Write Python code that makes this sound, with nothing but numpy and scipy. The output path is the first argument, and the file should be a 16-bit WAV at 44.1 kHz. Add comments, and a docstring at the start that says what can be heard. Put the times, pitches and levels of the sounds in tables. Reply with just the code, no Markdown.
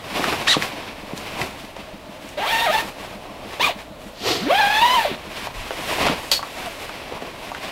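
"""Nylon rustles and flaps as a sleeping bag is shaken out on a cot in a tent; its zipper runs three times.
The teeth sing at the speed of the slider, louder the faster it goes. Then a second bag is swung up,
whips once and settles. Behind it a small machine, probably a heater, blows softly throughout;
its pump ticks for the first five seconds or so. The sound is mono."""
import sys
import numpy as np
from scipy import signal
from scipy.fft import rfft, irfft, next_fast_len
from scipy.io import wavfile
from scipy.ndimage import map_coordinates

SR = 44100
rng = np.random.default_rng(int(sys.argv[2]) if len(sys.argv) > 2 else 0)


def put_to_file(sound):
    """Save the sound as 16-bit audio at rate SR, in the file named by the first command-line argument."""
    columns = np.atleast_2d(sound).T  # one column per channel
    safe = np.clip(columns, -1, 1)
    whole_steps = np.round(safe * 32767)
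    wavfile.write(sys.argv[1], SR, whole_steps.astype(np.int16))


N = 340055

# scrape spectrum of teeth or threads: (frequency [Hz], relative density [dB])
SCRAPE_SPECTRUM = [(100, -8), (300, -9), (700, 2), (1250, -5), (2400, -0.5), (3900, -4), (5000, -13.5),
                   (6400, -15.5), (9000, -18), (14400, -18), (15800, -23)]


def amp(db):
    """Decibels to gain."""
    return 10 ** (np.asarray(db) / 20)


def unit(x):
    """Scale to rms 1."""
    return x / np.sqrt(np.mean(x ** 2) + 1e-20)


def along(points, hz):
    """Interpolate (frequency [Hz], value) points on a log axis."""
    knots_hz, values = np.transpose(points)
    return np.interp(np.log(hz + 1), np.log(knots_hz + 1), values)


def span(start_s, end_s):
    """Sample times [s]."""
    return np.arange(round(start_s * SR), round(end_s * SR)) / SR


def swell(t, full_s, rise_s, hold_s, fall_s):
    """Envelope held at 1 from full_s; rise and fall are times per 20 dB."""
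    early = np.maximum(full_s - t, 0) / max(rise_s, 1e-4)
    late = np.maximum(t - full_s - hold_s, 0) / max(fall_s, 1e-4)
    return amp(-20 * np.minimum(early + late, 10))


def wobble(knots_per_s, t):
    """Smooth random curve."""
    return map_coordinates(rng.standard_normal(len(t)), [(t - t[0]) * knots_per_s], mode="mirror")


def filtered(x, gain):
    """Zero-phase filter with response gain(hz)."""
    size = next_fast_len(len(x) + 8192)
    return irfft(rfft(x, size) * gain(np.fft.rfftfreq(size, 1 / SR)), size)[:len(x)]


def coloured(x, spectrum):
    """Shape x by a spectrum, rms 1."""
    return unit(filtered(x, lambda hz: amp(along(spectrum, hz))))


def resonate(x, hz, q):
    """One damped resonance."""
    return signal.lfilter(*signal.iirpeak(min(hz, SR / 3), max(q, .7), SR), x)


def add(track, start_s, x):
    """Mix x into the track."""
    part = track[max(round(start_s * SR), 0):][:len(x)]
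    part += x[:len(part)]


def heater(first_tick_s=.119, period_s=.15144, pump_stop_s=5.45):
    """A steady blower with a hollow duct note; even pump ticks ring the casing."""
    # blower air: (frequency [Hz], relative density [dB])
    blower_spectrum = [(12, -35), (20, -3), (95, -7.5), (133, -8.5), (203, -10.5), (284, -6), (397, -14.5),
                       (603, -6), (713, -23), (866, -11.5), (1510, -20.5), (3700, -23), (5950, -34),
                       (11000, -36.5), (15800, -40)]
    # casing modes: (frequency [Hz], relative level [dB], t60 [s])
    casing_modes = [(207, -2, 0.096), (303, -1.5, 0.061), (460, -5.5, 0.035)]
    t = np.arange(SR // 5) / SR
    blower = amp(-41.5) * coloured(rng.standard_normal(N), blower_spectrum)
    duct = amp(-45.5) * unit(resonate(rng.standard_normal(N), hz=642, q=8.1))
    out = blower + duct
    onset = 1 - np.exp(-t / 0.0072)
    for start_s in np.arange(first_tick_s, pump_stop_s, period_s):
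        ring = sum(amp(db + rng.normal(0, 1.3) - 60 * t / t60_s) * np.sin(2 * np.pi * hz * t)
                   for hz, db, t60_s in casing_modes)
        add(out, start_s, amp(-24.5) * ring * onset)
    return out


def crinkle(t, per_s, share):
    """Smooth rubbing plus tiny creases that buckle at random and carry `share` of the power."""
    creases = unit(rng.uniform(-0.98, 1, len(t)) * (rng.random(len(t)) < per_s / SR))
    return np.sqrt(share) * creases + np.sqrt(1 - share) * rng.standard_normal(len(t))


def cloth():
    """With each movement the padding flaps dully while the nylon shell rubs and creases."""
    # first bag shaken, gathered, gripped, smoothed; second swung up, settling: (full at [s],
    # rise [s/20 dB], hold [s], fall [s/20 dB], relative swish [dB], padding, sheen [dB re swish])
    movements = [ (0.183, 0.21, 0.093, 0.82, -26.5, 0, -10), (0.615, 0.081, 0.022, 0.11, -27.5, -6, -8),
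                 (0.715, 0.083, 0.17, 0.36, -38.5, -1, -21), (1.174, 0.035, 0.009, 0.058, -40.5, -6, 0),
                 (1.246, 0.38, 0.19, .2, -36, -1, -10), (1.416, 0.076, .01, 0.13, -31, 4.5, -6.5),
                 (1.598, 0.19, .02, 0.23, -40, -5, -8.5), (1.767, 0.019, 0.034, 0.56, -41, -2, -13),
                 (2.125, 0.13, 0.027, 0.09, -44.5, -8, -10), (2.224, 0.045, 0.077, 0.23, -42, -6, -7),
                 (2.821, 0.15, 0.054, .12, -35, 2.5, -6.5), (3.002, 0.13, 0.06, 0.31, -38.5, 1.5, -9),
                 (3.23, 0.15, 0.18, 0.22, -46, 5.5, -11), (3.512, 0.15, .03, 0.31, -38, 0, -9.5),
                 (3.79, 0.097, 0.037, 0.061, -42, -4, -8.5), (4.018, 0.088, 0.065, 0.12, -47, 1.5, -4),
                 (5.14, 0.13, 0.13, 0.22, -41, 1.5, -10.5), (5.372, 0.19, 0.088, 0.091, -32.5, -6, -10),
                 (5.546, 0.043, 0.073, 0.8, -36.5, -4.5, -9.5), (5.9, 0.31, 0.17, 0.18, -28.5, -0.5, -7),
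                 (6.064, 0.19, 0.013, 0.17, -23, 1, -25), (6.19, 0.16, 0.14, 0.09, -40.5, -3, -2.5),
                 (6.612, 0.53, 0.078, 0.33, -34.5, -4.5, -7.5), (6.81, 0.054, 0.012, .2, -36, -0.5, -7),
                 (6.886, .05, 0.11, 0.34, -38, -3, -12), (7.09, 0.12, 0.21, 0.18, -39, 2.5, -12),
                 (7.45, 0.22, .02, 0.24, -36.5, -1, -9), (7.64, 0.16, 0.034, 0.22, -32.5, -2, -11)]
    # dull padding, shell swish, high sheen: (frequency [Hz], relative density [dB])
    padding_spectrum = [(35, -33), (60, -2), (107, -4.5), (342, 0), (406, 0.5), (571, -0.5), (715, 2.5),
                        (930, -0.5), (1090, -2), (1400, -14), (1820, -75), (3080, -120)]
    swish_spectrum = [(650, -13), (1100, -1.5), (1190, -8), (1450, -7), (2520, -2.5), (5500, -16),
                      (7150, -41), (12100, -120)]
    sheen_spectrum = [(2710, -8), (4600, -11), (5540, -11.5), (5800, -7.5), (7360, -6), (12300, -9),
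                      (15000, -14.5), (15800, -18)]
    t, power = span(0, N / SR), np.zeros((3, N))
    for full_s, rise_s, hold_s, fall_s, db, padding_db, sheen_db in movements:
        gains = amp([db + padding_db, db, db + sheen_db])
        power += np.outer(gains ** 2, swell(t, full_s, rise_s, hold_s, fall_s) ** 2)
    flap, rub, shine = np.sqrt(power)
    folds = wobble(45, t)
    creases = crinkle(t, per_s=900, share=0.16)
    padding = flap * amp(1.5 * folds) * coloured(crinkle(t, per_s=400, share=.4), padding_spectrum)
    swish = rub * amp(1.2 * folds) * coloured(creases, swish_spectrum)
    sheen = shine * amp(0.87 * folds) * coloured(creases, sheen_spectrum)
    return amp(-1) * (padding + swish + sheen)


def slap(hz, q, extra_t60_s=0.031, extra_db=-14):
    """A slap of cloth with two decays: an extra sharp snap for flicks, a longer fade for thumps."""
    t = np.arange(SR // 4) / SR
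    envelope = amp(-23 - 60 * t / 0.058) + amp(extra_db - 60 * t / extra_t60_s)
    push = rng.standard_normal(len(t)) * envelope
    push[SR // 2000] += 3  # impact
    body = resonate(resonate(push, hz, q), hz, q / 2)
    return body / np.abs(body).max()


def flicks_and_thumps():
    """Folds snap straight with a crisp edge; the padding drops on the cot and pushes air."""
    # fold flicks and taps on the cot: (time [s], body peak [dB], centre [Hz])
    flicks = [(0.241, -6, 1370), (0.326, -11, 1040), (0.623, -6.5, 2160), (1.11, -24, 584),
              (1.177, -20, 4770), (1.415, -11, 2070), (1.765, -22.5, 594), (2.29, -28, 6500),
              (3.597, -14, 740), (5.471, -15.5, 850), (5.707, -14, 616), (6.067, -7, 820),
              (6.085, -8, 1200), (6.392, -17, 850), (6.428, -17, 1060), (6.894, -19.5, 990),
              (7.122, -19, 500), (7.517, -19, 760), (7.548, -17.5, 1500)]
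    # padding lands or fills with air: (time [s], peak [dB], centre [Hz])
    thumps = [(0.195, -14, 320), (.326, -15, 350), (0.567, -8.5, 237), (1.134, -18.5, 227),
              (1.415, -22.5, 150), (5.114, -20, 220), (6.097, -12, 230), (7.223, -22, 250)]
    out = np.zeros(N)
    for start_s, db, hz in flicks:
        add(out, start_s, amp(db) * slap(hz, q=2.15))
        add(out, start_s, amp(db - 7) * slap(min(hz * 3.7, 3200), q=1.2))  # crisp edge
    for start_s, db, hz in thumps:
        add(out, start_s, amp(db) * slap(hz, q=0.5, extra_t60_s=0.12, extra_db=-25))
    return out


def stroke(speed, spectrum, tone_db, teeth_db, scrape_db, attack_s, release_s, ease_s,
           bite_s=.001, slow_dull=0, jitter=.016, blur_rad=.19):
    """A ribbed track is run over: the tooth rate sets pitch and loudness, and each tooth scrapes."""
    # tape and padding response on harmonics 1 and 2: (frequency [Hz], gain [dB])
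    tape_response = [(170, -1), (250, 2), (370, 1.5), (510, 2.5), (590, 5.5), (680, 7.5), (740, 3),
                     (800, 0), (900, 2), (1020, 2.5), (1250, 1), (1500, -4.5), (1750, 2.5), (2000, -9),
                     (2350, 4), (3900, 2.5)]
    # rasp of the higher harmonics: (frequency [Hz], relative gain [dB])
    rasp_response = [(400, -16), (1200, 2.5), (2000, 2), (2600, 2.5), (3500, 1), (4400, -8), (5200, -12),
                     (8000, -27), (15800, -28)]
    cruise_hz, db_per_doubling, treble_db_per_doubling = 905, 4, 4.5
    t, out = span(speed[0][0], speed[-1][0]), np.zeros(N)
    elapsed_s, left_s = t - t[0], t[-1] - t
    rate_hz = np.interp(t, *np.transpose(speed))
    pace = np.minimum(rate_hz / cruise_hz, 1)
    stutter = jitter / pace ** 0.786  # slow strokes run less evenly
    phase = 2 * np.pi * np.cumsum(rate_hz * (1 + stutter * wobble(150, t))) / SR

    def harmonic(k, flutter_db):
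        """Teeth catch unevenly, smearing high harmonics most."""
        smear = blur_rad * k ** .78 * (wobble(220, t) + .5 * wobble(700, t))
        return unit(amp(flutter_db * wobble(75.93, t)) * np.sin(k * phase + smear))

    tension = np.minimum(elapsed_s / bite_s, 1) ** 2  # the tape tightens
    press = np.minimum(left_s / ease_s, 1)  # the hand lets up
    root_gain = amp(along(tape_response, rate_hz)) * tension * np.sqrt(press)
    octave_gain = amp(along(tape_response, 2 * rate_hz) - 2) * pace ** slow_dull  # slack tape needs speed
    hum = root_gain * harmonic(1, 3.3) + press * octave_gain * harmonic(2, 3.3)
    teeth = coloured(sum(harmonic(k, 4.5) for k in range(3, 8)), rasp_response)
    teeth *= pace ** 1.1  # a slow slider scrapes, a fast one sings
    scrape = coloured(rng.standard_normal(len(t)) * (1 + 0.21 * np.cos(phase)), spectrum)
    treble = filtered(scrape, lambda hz: np.clip(hz / 3000 - 1.5, 0, 1))
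    scrape += treble * (amp(treble_db_per_doubling * np.log2(rate_hz / rate_hz.max())) - 1)
    envelope = np.minimum(elapsed_s / attack_s, 1) * np.minimum(left_s / release_s, 1) ** 2
    grip = unit(amp(0.74 * wobble(131.8, t)))
    drive = envelope * grip * amp(db_per_doubling * np.log2(rate_hz / cruise_hz))
    mix = amp(tone_db) * hum + press * amp(teeth_db) * teeth + amp(scrape_db) * scrape
    add(out, t[0], drive * mix)
    return out


def skids():
    """Nylon sings on nylon: sharply as the first bag is flung, faintly as the second glides down."""
    # sliding speeds: (time [s], thread rate [Hz])
    fling_speed = [(0.468, 800), (0.486, 1880), (0.526, 1970), (0.552, 920), (0.566, 360)]
    glide_speed = [(6.55, 714), (6.65, 760), (6.72, 575)]
    # bright scrape: (frequency [Hz], relative density [dB])
    fling_spectrum = [(300, -24), (700, -9), (1200, -9), (2600, -6), (3300, 1), (4200, -0.5), (4900, -7.5),
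                      (8000, -13), (11000, -22.5), (15800, -35)]
    fling = stroke(fling_speed, fling_spectrum, tone_db=-23.5, teeth_db=-29, scrape_db=-23.5,
                   attack_s=0.0059, release_s=0.016, ease_s=0.027, jitter=0.0306, blur_rad=0.27)
    glide = stroke(glide_speed, SCRAPE_SPECTRUM, tone_db=-39, teeth_db=-47, scrape_db=-52,
                   attack_s=0.044, release_s=.03, ease_s=.03, jitter=0.013, blur_rad=0.76)
    return fling + glide


def zipper():
    """The slider runs over the teeth: two long pulls with a short tug between."""
    # slider speeds: (time [s], tooth rate [Hz])
    first_speed = [(2.365, 225), (2.399, 358.1), (2.447, 486.6), (2.483, 730), (2.525, 916.5), (2.655, 909),
                   (2.679, 593), (2.699, 606), (2.733, 874.5), (2.799, 902), (2.83, 845)]
    tug_speed = [(3.593, 750.5), (3.643, 1257), (3.667, 1148), (3.715, 413), (3.735, 222.3)]
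    last_speed = [(4.4, 136.9), (4.426, 198.6), (4.476, 310.9), (4.514, 662.9), (4.55, 794.8),
                  (4.602, 871.9), (4.634, 796.6), (4.798, 874.3), (4.818, 935.8), (4.95, 1028),
                  (5.042, 802.9), (5.064, 553.8), (5.17, 154.3)]
    # slider scrape: (frequency [Hz], relative density [dB])
    tug_spectrum = [(100, -9), (700, -1.5), (1400, -8), (2600, 0.5), (3900, -3.5), (5000, -12), (8000, -18),
                    (15800, -20)]
    first = stroke(first_speed, SCRAPE_SPECTRUM, tone_db=-23.5, teeth_db=-25, scrape_db=-25,
                   attack_s=0.013, release_s=0.02, ease_s=0.057, bite_s=0.2, jitter=0.0217)
    tug = stroke(tug_speed, tug_spectrum, tone_db=-24, teeth_db=-23, scrape_db=-25,
                 attack_s=0.021, release_s=.02, ease_s=0.12, slow_dull=1.3)
    last = stroke(last_speed, SCRAPE_SPECTRUM, tone_db=-20.5, teeth_db=-23, scrape_db=-25.5,
                  attack_s=.015, release_s=0.021, ease_s=0.26, slow_dull=1.3)
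    return first + tug + last


def swipe(full_s=4.262):
    """A hand drags along the shell: a dull rub under a nylon hiss that peaks slightly later."""
    # rub and hiss: (frequency [Hz], relative density [dB])
    rub_spectrum = [(47, -47), (80, -13), (119, -7), (185, -25.5), (345, -1), (506, -6), (557, -19),
                    (716, -2), (827, -13), (1400, -14), (1820, -43), (3080, -120)]
    hiss_spectrum = [(820, -37), (1400, -10), (1650, -4), (1940, 3), (2280, -0.5), (2790, 2), (4450, 3),
                     (6200, -7), (11000, -19.5), (12400, -13), (15800, -31)]
    t, out = span(-.15, .35), np.zeros(N)
    rub = coloured(crinkle(t, per_s=500, share=0.32), rub_spectrum)
    rub *= swell(t, 0, rise_s=.05, hold_s=.05, fall_s=.17)
    hiss = coloured(crinkle(t, per_s=3000, share=0.34), hiss_spectrum)
    hiss *= swell(t, .018, rise_s=.095, hold_s=.04, fall_s=.18)
    add(out, full_s + t[0], amp(-22) * (rub + hiss))
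    return out


def draught():
    """The swung bag fans a low puff of air across the microphone."""
    # air rumble: (frequency [Hz], relative density [dB])
    air_spectrum = [(10, -10), (35, 10), (110, -4), (200, -21), (500, -50), (2000, -100)]
    puff = swell(span(0, N / SR), full_s=5.6, rise_s=.06, hold_s=.005, fall_s=.09)
    return amp(-31) * puff * coloured(rng.standard_normal(N), air_spectrum)


def whip(start_s=6.315, length_s=0.08, whistle_hz=4410):
    """An edge cracks taut and skids with a thin whistle that outlasts the scrape."""
    # skidding edge: (frequency [Hz], relative density [dB])
    edge_spectrum = [(290, -33), (500, -10), (569, -6.5), (771, -20), (891, -7), (986, -20), (2120, -13.5),
                     (2960, -8.5), (4060, -5.5), (4370, -2), (6090, -16), (6640, -14.5), (10700, -23.5),
                     (13300, -18), (15800, -27)]
    t, out = span(0, length_s), np.zeros(N)
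    crack = amp(-16) * swell(t, 0, rise_s=0, hold_s=.002, fall_s=.008)
    slide = amp(-17.5) * swell(t, 0, rise_s=0, hold_s=.012, fall_s=.075)
    skid = (crack + slide) * coloured(crinkle(t, per_s=3000, share=0.29), edge_spectrum)
    pitch_hz = whistle_hz * (1 + .012 * wobble(480, t))
    flutter = unit(amp(3.5 * wobble(230, t)))
    whistle = flutter * np.sin(2 * np.pi * np.cumsum(pitch_hz) / SR)
    whistle *= amp(-19) * swell(t, 0, rise_s=0, hold_s=.006, fall_s=.12)
    fade = np.minimum((t[-1] - t) / 0.012, 1)
    add(out, start_s, (skid + whistle) * fade)
    return out


def tent(x):
    """Short, soft reverberation off the tarpaulin walls."""
    # decay: (frequency [Hz], t60 [s])
    decay = [(150, 0.27), (1000, 0.16), (4000, 0.17), (14000, 0.15)]
    hz, t, bands = signal.stft(rng.standard_normal(SR // 4), SR, nperseg=256)
    tail = signal.istft(bands * amp(-60 * t / along(decay, hz)[:, None]), SR, nperseg=256)[1]
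    response = np.pad(tail, (SR // 250, 0)) / np.linalg.norm(tail)  # 4 ms pre-delay
    return signal.fftconvolve(x, response)[:N]


def scene():
    """Mono mix on two channels; only the sharp sounds reverberate."""
    sharp = zipper() + skids() + flicks_and_thumps() + whip()
    mono = sharp + amp(-8) * tent(sharp) + swipe() + cloth() + draught() + heater()
    return np.array([mono, mono])


def record(dry):
    """Round off the highest peaks, then limit the band."""
    ceiling, top_hz = .8, 15800
    rounded = dry / (1 + np.abs(dry / ceiling) ** 6) ** (1 / 6)
    return np.array([filtered(channel, lambda hz: hz < top_hz) for channel in rounded])


dry = scene()
out = record(dry)
put_to_file(out)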